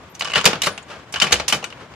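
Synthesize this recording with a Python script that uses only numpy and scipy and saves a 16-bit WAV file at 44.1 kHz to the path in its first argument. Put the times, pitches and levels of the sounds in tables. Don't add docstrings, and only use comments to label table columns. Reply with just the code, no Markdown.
import sys
import numpy as np
from scipy import signal
from scipy.fft import rfft, irfft
from scipy.io import wavfile
from scipy.ndimage import uniform_filter1d

SR = 44100
rng = np.random.default_rng(int(sys.argv[2]) if len(sys.argv) > 2 else 0)


def store_wav(level_fs):
    pcm = np.round(np.clip(np.atleast_2d(level_fs), -1, 1) * 32767)
    wavfile.write(sys.argv[1], SR, pcm.T.astype(np.int16))


N = 85995

# start in seconds, level in dB, bass hump in dB, treble shelf in
# dB, chatter decay in ms, coupling to the linkage in dB, left minus right in dB.
BLOWS = [(0.15, -34, -19, 10, 6.2, 1, -2), (.194, -26.5, -23, 22, 7.9, -4, -4),
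         (0.209, -12.5, -22, -18, 2.4, 7.5, 1.5), (0.2198, -16, -2, -14.5, 4.8, -18, -3.5),
         (0.2462, -17, -8, -3, 3, -25, -3), (0.2738, -19.5, -9, -19, 3.9, -14, -2),
         (0.2837, -26, -7, -22, 2, -17, -2), (0.2972, -25, -11, -14, 2.3, -6, -2),
         (0.317, -22, -10, -13, 3.5, 0, -1), (0.3351, -15.5, -14, -20, 6.2, 0, 0),
         (0.35, -18.5, -14, -14, 3.1, -14, 11), (0.3565, -8.5, -7.5, -13.5, 8.4, -3, -2.5),
         (0.367, -17.5, -1, -9, 4.8, 10, 1), (0.378, -14, -9, -15, 8.6, -12, 1),
         (0.3885, -20, -7, -11, 1.7, 9, -2), (0.412, -14.5, -4, -3, 1.9, -11, 0),
         (0.442, -12.5, 11, -1, 5, -20, -6), (0.4543, 1.5, -5, 11.5, 3.65, -25, 1.5),
         (0.4598, 3, -3, -7.5, 3.26, -30, 1), (.4743, 0.5, 2.5, -3, 1.4, -12, 1),
         (0.508, -18.5, -7, -26, 3.7, -13, 2), (0.5308, -12, 7.5, -11, 3.6, -7, -2),
         (0.556, -21.5, -1, -15, 2.1, -8.5, -3), (0.6186, -8.5, -13, 12, 3.6, -8, -0.5),
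         (0.633, -15, 4.5, 13.5, 14, -15, -2.5), (0.66, -20, -11, 5, 14, -29, -3),
         (0.668, -10.5, 10, -2, 5.3, 2, 0), (0.777, -22.5, -9.5, -11.5, 4.6, -19.5, 0.5),
         (1.124, -27.5, -3, 22, 7.3, -4, -0.5), (1.139, -17.5, -6.5, -13.5, 8.4, -20, -1.5),
         (1.158, -22, -10.5, -14, 11, 4.5, 1), (1.2, -8, -36, -15.5, 3.4, 2, 2),
         (1.215, -11.5, -6, -17, 4.8, -2, -3), (1.2194, -7.5, -26, -9, 7.7, 3, 3),
         (1.23, -15, 14, -2, 2.5, -20, -3), (1.240, -18, 4, -10, 11.3, -23, -1),
         (1.265, -21.5, -4, -12, 16.3, -11, 0), (1.308, -21, 21, 2, 5, 3.5, -1),
         (1.3205, -11.5, -8, 3, 2.7, -14, 8), (1.324, -1.5, -8, 5.5, 2.74, -38, 0),
         (1.327, -2.5, -6.5, -10, 3.8, -27, -2), (1.339, -12.5, 18.5, 14, 2.4, -2, -6),
         (1.356, -19.5, -1, -16, 2.7, 7, -1), (1.398, -12.5, 7.5, -17, 5.1, -19, -2),
         (1.4797, -10.5, -14.5, 11, 10.3, -1, -3.5), (1.4945, -20.5, -8, 6, 12, -11, 1),
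         (1.524, -10.5, -12, 3.5, 6.3, 7.5, -3), (1.53, -16.5, 8, -16, 3.8, -15, -5),
         (1.532, -11, 1, -7, 2.8, -17, 2), (1.542, -23, 14.5, 11, 18.4, -21, -3.5),
         (1.626, -27.5, 8.5, -14.5, 6.8, 0, -1), (1.6415, -15, -25, -8, 2.7, -2, 2),
         (1.702, -34, -11, -8, 5.9, 0, 4), (1.7249, -29, 1.5, -24, 4.7, 0, -1.5),
         (1.937, -36, 0, -17, 3.3, -12, 3)]
# frequency in Hz, relative level in dB.
STEEL_SPECTRUM = [(30, -38), (50, -34), (70, -7), (110, -15.5), (170, -3), (280, -9.5), (450, -2.5),
                  (900, -1), (1450, 2.5), (1900, -1.5), (2800, 2.5), (4200, -2), (6300, -4), (9000, -12),
                  (12000, -21), (15500, -35)]
# frequency in Hz, relative level in dB, T60 in seconds.
FRAME_MODES = [(197, -25.5, 0.21), (391, -28, 0.57), (493.3, -17, 0.16), (624, -25.5, 0.13),
               (862, -21, 0.069), (1320, -36, 0.31), (1425, -19, 0.081), (1487, -23, 0.2), (2390, -22, .1),
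               (2550, -23, .08), (6350, -24, 0.093)]
# frequency in Hz, relative level in dB, T60 in seconds.
LINKAGE_MODES = [(1158, -11.5, 0.084), (2954, -14, 0.11), (3050, -9.5, 0.027)]
# start in seconds, centre frequency in Hz, level in dB.
BED_THUDS = [(0.362, 174, -28), (0.469, 457, -25), (0.665, 91.5, -38), (1.22, 190, -28.5),
             (1.525, 170, -29.5)]
# start in seconds, end in seconds, level in dB.
RATTLE_SPANS = [(0.207, 0.452, -35.5), (1.153, 1.427, -40)]
# start in seconds, level in dB, rise in seconds, decay in seconds,
# treble shelf in dB.
COIL_SLIDES = [(0, -53, 0.021, 0.073, -9.5), (0.142, -49, 0.0058, 0.0041, 28),
               (0.877, -35, 0.028, 0.062, -7), (1.783, -40.5, 0.023, 0.047, -11)]
# start in seconds, frequency in Hz, level of the weaker tone in dB,
# T60 in seconds.
STEEL_PINGS = [(0.151, 6100, -46.5, 0.066), (0.827, 6870, -52.5, 0.064), (0.828, 8340, -54, 0.048)]
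# start in seconds, centre
# frequency in Hz, level in dB, decay in seconds.
NARROW_BANDS = [(.095, 13200, -50, .025), (.714, 9620, -45, 0.033), (1.643, 8100, -38, 0.016)]
# frequency in Hz, body level in dB, body T60 in
# seconds, room level in dB, room T60 in seconds.
REVERB_TAILS = [(79, -1, 0.17, 3, 0.57), (247, 0.5, 0.13, -2, 0.4), (805, -1, .1, -5, 0.39),
                (2600, -3, 0.061, -10, 0.37), (5940, -8.5, 0.15, -11, 0.28),
                (13800, -9.5, 0.065, -19, 0.19)]
# frequency in Hz, relative level in dB.
DRIVE_SPECTRUM = [(25, -33.5), (50, -19), (70, -1.5), (125, -2.5), (250, -5), (420, -7), (850, -8),
                  (1100, -7.5), (1400, -10.5), (3000, -16.5), (4500, -24), (7000, -27.5), (10000, -39.5),
                  (13300, -44), (15000, -66)]

NEAR_WIDTH, ROOM_WIDTH = 0.47, 1


def clanks(t, attack_s=0.00017, ripple_db=9.5, ripple_hz=1500, detune=0.01):
    f = freqs()
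    chatter = stereo_noise(NEAR_WIDTH) * roughness(depth=0.28, samples=24)
    ripples = rng.standard_normal((len(BLOWS), 130))
    blows, linkage = np.zeros((2, N)), np.zeros((2, N))
    for (start, db, bass_db, treble_db, decay_ms, ring_db, pan_db), ripple in zip(BLOWS, ripples):
        age, decay = np.maximum(t - start, 0), decay_ms / 1000
        envelope = rise_and_fall(age, attack_s + 0.048 * decay, decay)
        burst = unit(chatter * envelope) * np.sqrt(np.mean(envelope ** 2))
        peaks = np.interp(f, np.linspace(0, SR / 2, len(ripple)), np.tanh(ripple))
        partials_db = ripple_db * peaks * shelf(ripple_hz)
        burst = undb(db) * colour(burst, steel(bass_db, treble_db) + partials_db)
        blows += burst * undb([[pan_db / 2], [-pan_db / 2]])
        pitch = 1 + detune * ripple[0]
        linkage += modal_ring(burst * undb(ring_db), LINKAGE_MODES, t, pitch)
    return blows, linkage


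def steel(bass_db, treble_db, edge_hz=95, bass_hz=880, treble_hz=5700):
    f = freqs()
    hump = shelf(edge_hz) / (1 + (f / bass_hz) ** 2)
    return along(f, STEEL_SPECTRUM) + bass_db * hump + treble_db * shelf(treble_hz)


def modal_ring(force, modes, t, pitch=1):
    response, age = 0, t[:SR // 2]
    for hz, db, t60 in modes:
        mode = np.sin(2 * np.pi * hz * pitch * age) * damping(age, t60)
        response = response + undb(db) * mode / np.sqrt(np.sum(mode ** 2)) / 2
    return signal.fftconvolve(force, response[None], axes=-1)[:, :N]


def thuds(t, width_octaves=0.49, rise_s=0.0023, decay_s=0.036):
    out, noise = 0, rfft(rng.standard_normal(N))
    for start, hz, db in BED_THUDS:
        offset = np.log2((freqs() + 1) / hz) / width_octaves
        boom = unit(irfft(noise / (1 + offset ** 4), N))
        out = out + undb(db) * boom * rise_and_fall(np.maximum(t - start, 0), rise_s, decay_s)
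    return out


def rattle(t, knocks_per_s=90, scatter_db=1, decay_s=0.0011, top_hz=8000):
    gate = sum(undb(db) * (t > start) * (t < end) for start, end, db in RATTLE_SPANS)
    knocks = (rng.random(N) < knocks_per_s / SR) * undb(rng.normal(0, scatter_db, N))
    envelope = unit(signal.lfilter([1], [1, -np.exp(-1 / (decay_s * SR))], knocks))
    dull_db = -10 * np.log10(1 + (freqs() / top_hz) ** 8)
    return colour(stereo_noise(NEAR_WIDTH) * envelope * gate, steel(0, 0) + dull_db)


def slides(t, hollow_hz=1300):
    grit = stereo_noise(NEAR_WIDTH) * roughness(depth=0.12, samples=200)
    hollow_db = 3 * np.exp(-np.log2((freqs() + 1) / hollow_hz) ** 2)
    out = 0
    for start, db, rise, decay, treble_db in COIL_SLIDES:
        envelope = np.clip((t - start) / rise, 0, 1) * np.exp(-np.maximum(t - start - rise, 0) / decay)
        out = out + undb(db) * colour(grit * envelope, steel(11, treble_db) + hollow_db)
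    return out


def pings(t, detune=0.0052):
    out = np.zeros((2, N))
    for start, hz, db, t60 in STEEL_PINGS:
        age = np.maximum(t - start, 0)
        partner_hz = hz * (1 + detune * rng.standard_normal((2, 1)))
        tones = np.sin(2 * np.pi * hz * age) + 2.2 * np.sin(2 * np.pi * partner_hz * age)
        out += undb(db) * tones * damping(age, t60)
    return out


def hiss_and_squeaks(t, half_width_hz=78, rise_s=0.004):
    out, noise = 0, rfft(stereo_noise(NEAR_WIDTH))
    for start, hz, db, decay in NARROW_BANDS:
        band = unit(irfft(noise / (1 + ((freqs() - hz) / half_width_hz) ** 2), N))
        out = out + undb(db) * band * rise_and_fall(np.maximum(t - start, 0), rise_s, decay)
    return out


def reverberation(direct, t, body_rise_s=0.0013, room_rise_s=0.0027):
    noise, spectrum = rfft(stereo_noise(ROOM_WIDTH)), rfft(direct.mean(axis=0))
    out = 0
    for hz in 1000 * 2 ** np.arange(-4, 4.1, 0.5):
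        band = np.cos(np.pi / 2 * np.clip(2 * np.log2((freqs() + 1) / hz), -1, 1))
        body_db, body_t60, room_db, room_t60 = (along(hz, REVERB_TAILS, col) for col in range(1, 5))
        body = undb(body_db) * unit(damping(t, body_t60) * (1 - np.exp(-t / body_rise_s)))
        room = undb(room_db) * unit(damping(t, room_t60) * (1 - np.exp(-t / room_rise_s)))
        band_power = irfft(spectrum * band, N) ** 2
        energy = np.abs(signal.fftconvolve(band_power, (body ** 2 + room ** 2) / N)[:N])
        out = out + np.sqrt(energy / 2) * unit(irfft(noise * band, N))
    return out


def drive(level_db=-44, waver_db=1.6):
    drift = uniform_filter1d(rng.standard_normal(N), size=900, mode="wrap")
    waver = unit(uniform_filter1d(drift, size=500, mode="wrap"))
    rumble = colour(stereo_noise(ROOM_WIDTH), along(freqs(), DRIVE_SPECTRUM))
    return undb(level_db + waver_db * waver) * rumble


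def stereo_noise(width, spread_hz=3840):
    f = freqs()
    share = width * f / (f + spread_hz) * f / (f + 250)
    mid, side = rfft(rng.standard_normal((2, N)))
    return irfft(mid * np.sqrt(1 - share) + np.array([[1], [-1]]) * side * np.sqrt(share), N)


def roughness(depth, samples):
    return unit(np.exp(depth * unit(uniform_filter1d(rng.standard_normal(N), size=samples))))


def colour(x, db):
    cepstrum = irfft(np.log(unit(undb(db))), N)
    cepstrum[1:N // 2] *= 2
    cepstrum[N // 2:] = 0
    return irfft(rfft(x) * np.exp(rfft(cepstrum)), N)


def rise_and_fall(age, rise_s, decay_s):
    return (1 - np.exp(-age / rise_s)) * np.exp(-age / decay_s)


def damping(age, t60):
    return np.exp(-np.log(1000) * age / t60)


def shelf(corner_hz):
    return freqs() ** 2 / (freqs() ** 2 + corner_hz ** 2)


def along(hz, table, col=1):
    table = np.array(table)
    return np.interp(np.log(hz + 1), np.log(table[:, 0]), table[:, col])


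def freqs():
    return np.arange(N // 2 + 1) * SR / N


def undb(db):
    return 10 ** (np.asarray(db) / 20)


def unit(x):
    return x / np.sqrt(np.mean(x ** 2))


def scene(left_lag_s=0.00003, left_bass_db=3):
    t = np.arange(N) / SR
    blows, linkage = clanks(t)
    knocks = rattle(t)
    direct = blows + knocks + slides(t)
    ringing = modal_ring(blows, FRAME_MODES, t) + linkage
    ringing += modal_ring(undb(3) * knocks, LINKAGE_MODES, t)
    press = direct + reverberation(direct, t) + ringing + thuds(t)
    left, right = rfft(press + pings(t) + hiss_and_squeaks(t) + drive())
    tilt = undb(left_bass_db / 2 * (1 - shelf(2500)))
    delay = np.exp(-2j * np.pi * freqs() * left_lag_s)
    return irfft(np.array([left * tilt * delay, right / tilt]), N)


def record(dry, top_hz=15550):
    lowpass = signal.ellip(10, 0.2, 90, top_hz, fs=SR, output="sos")
    return signal.sosfilt(lowpass, np.clip(dry, -1, 1))


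dry = scene()
out = record(dry)
store_wav(out)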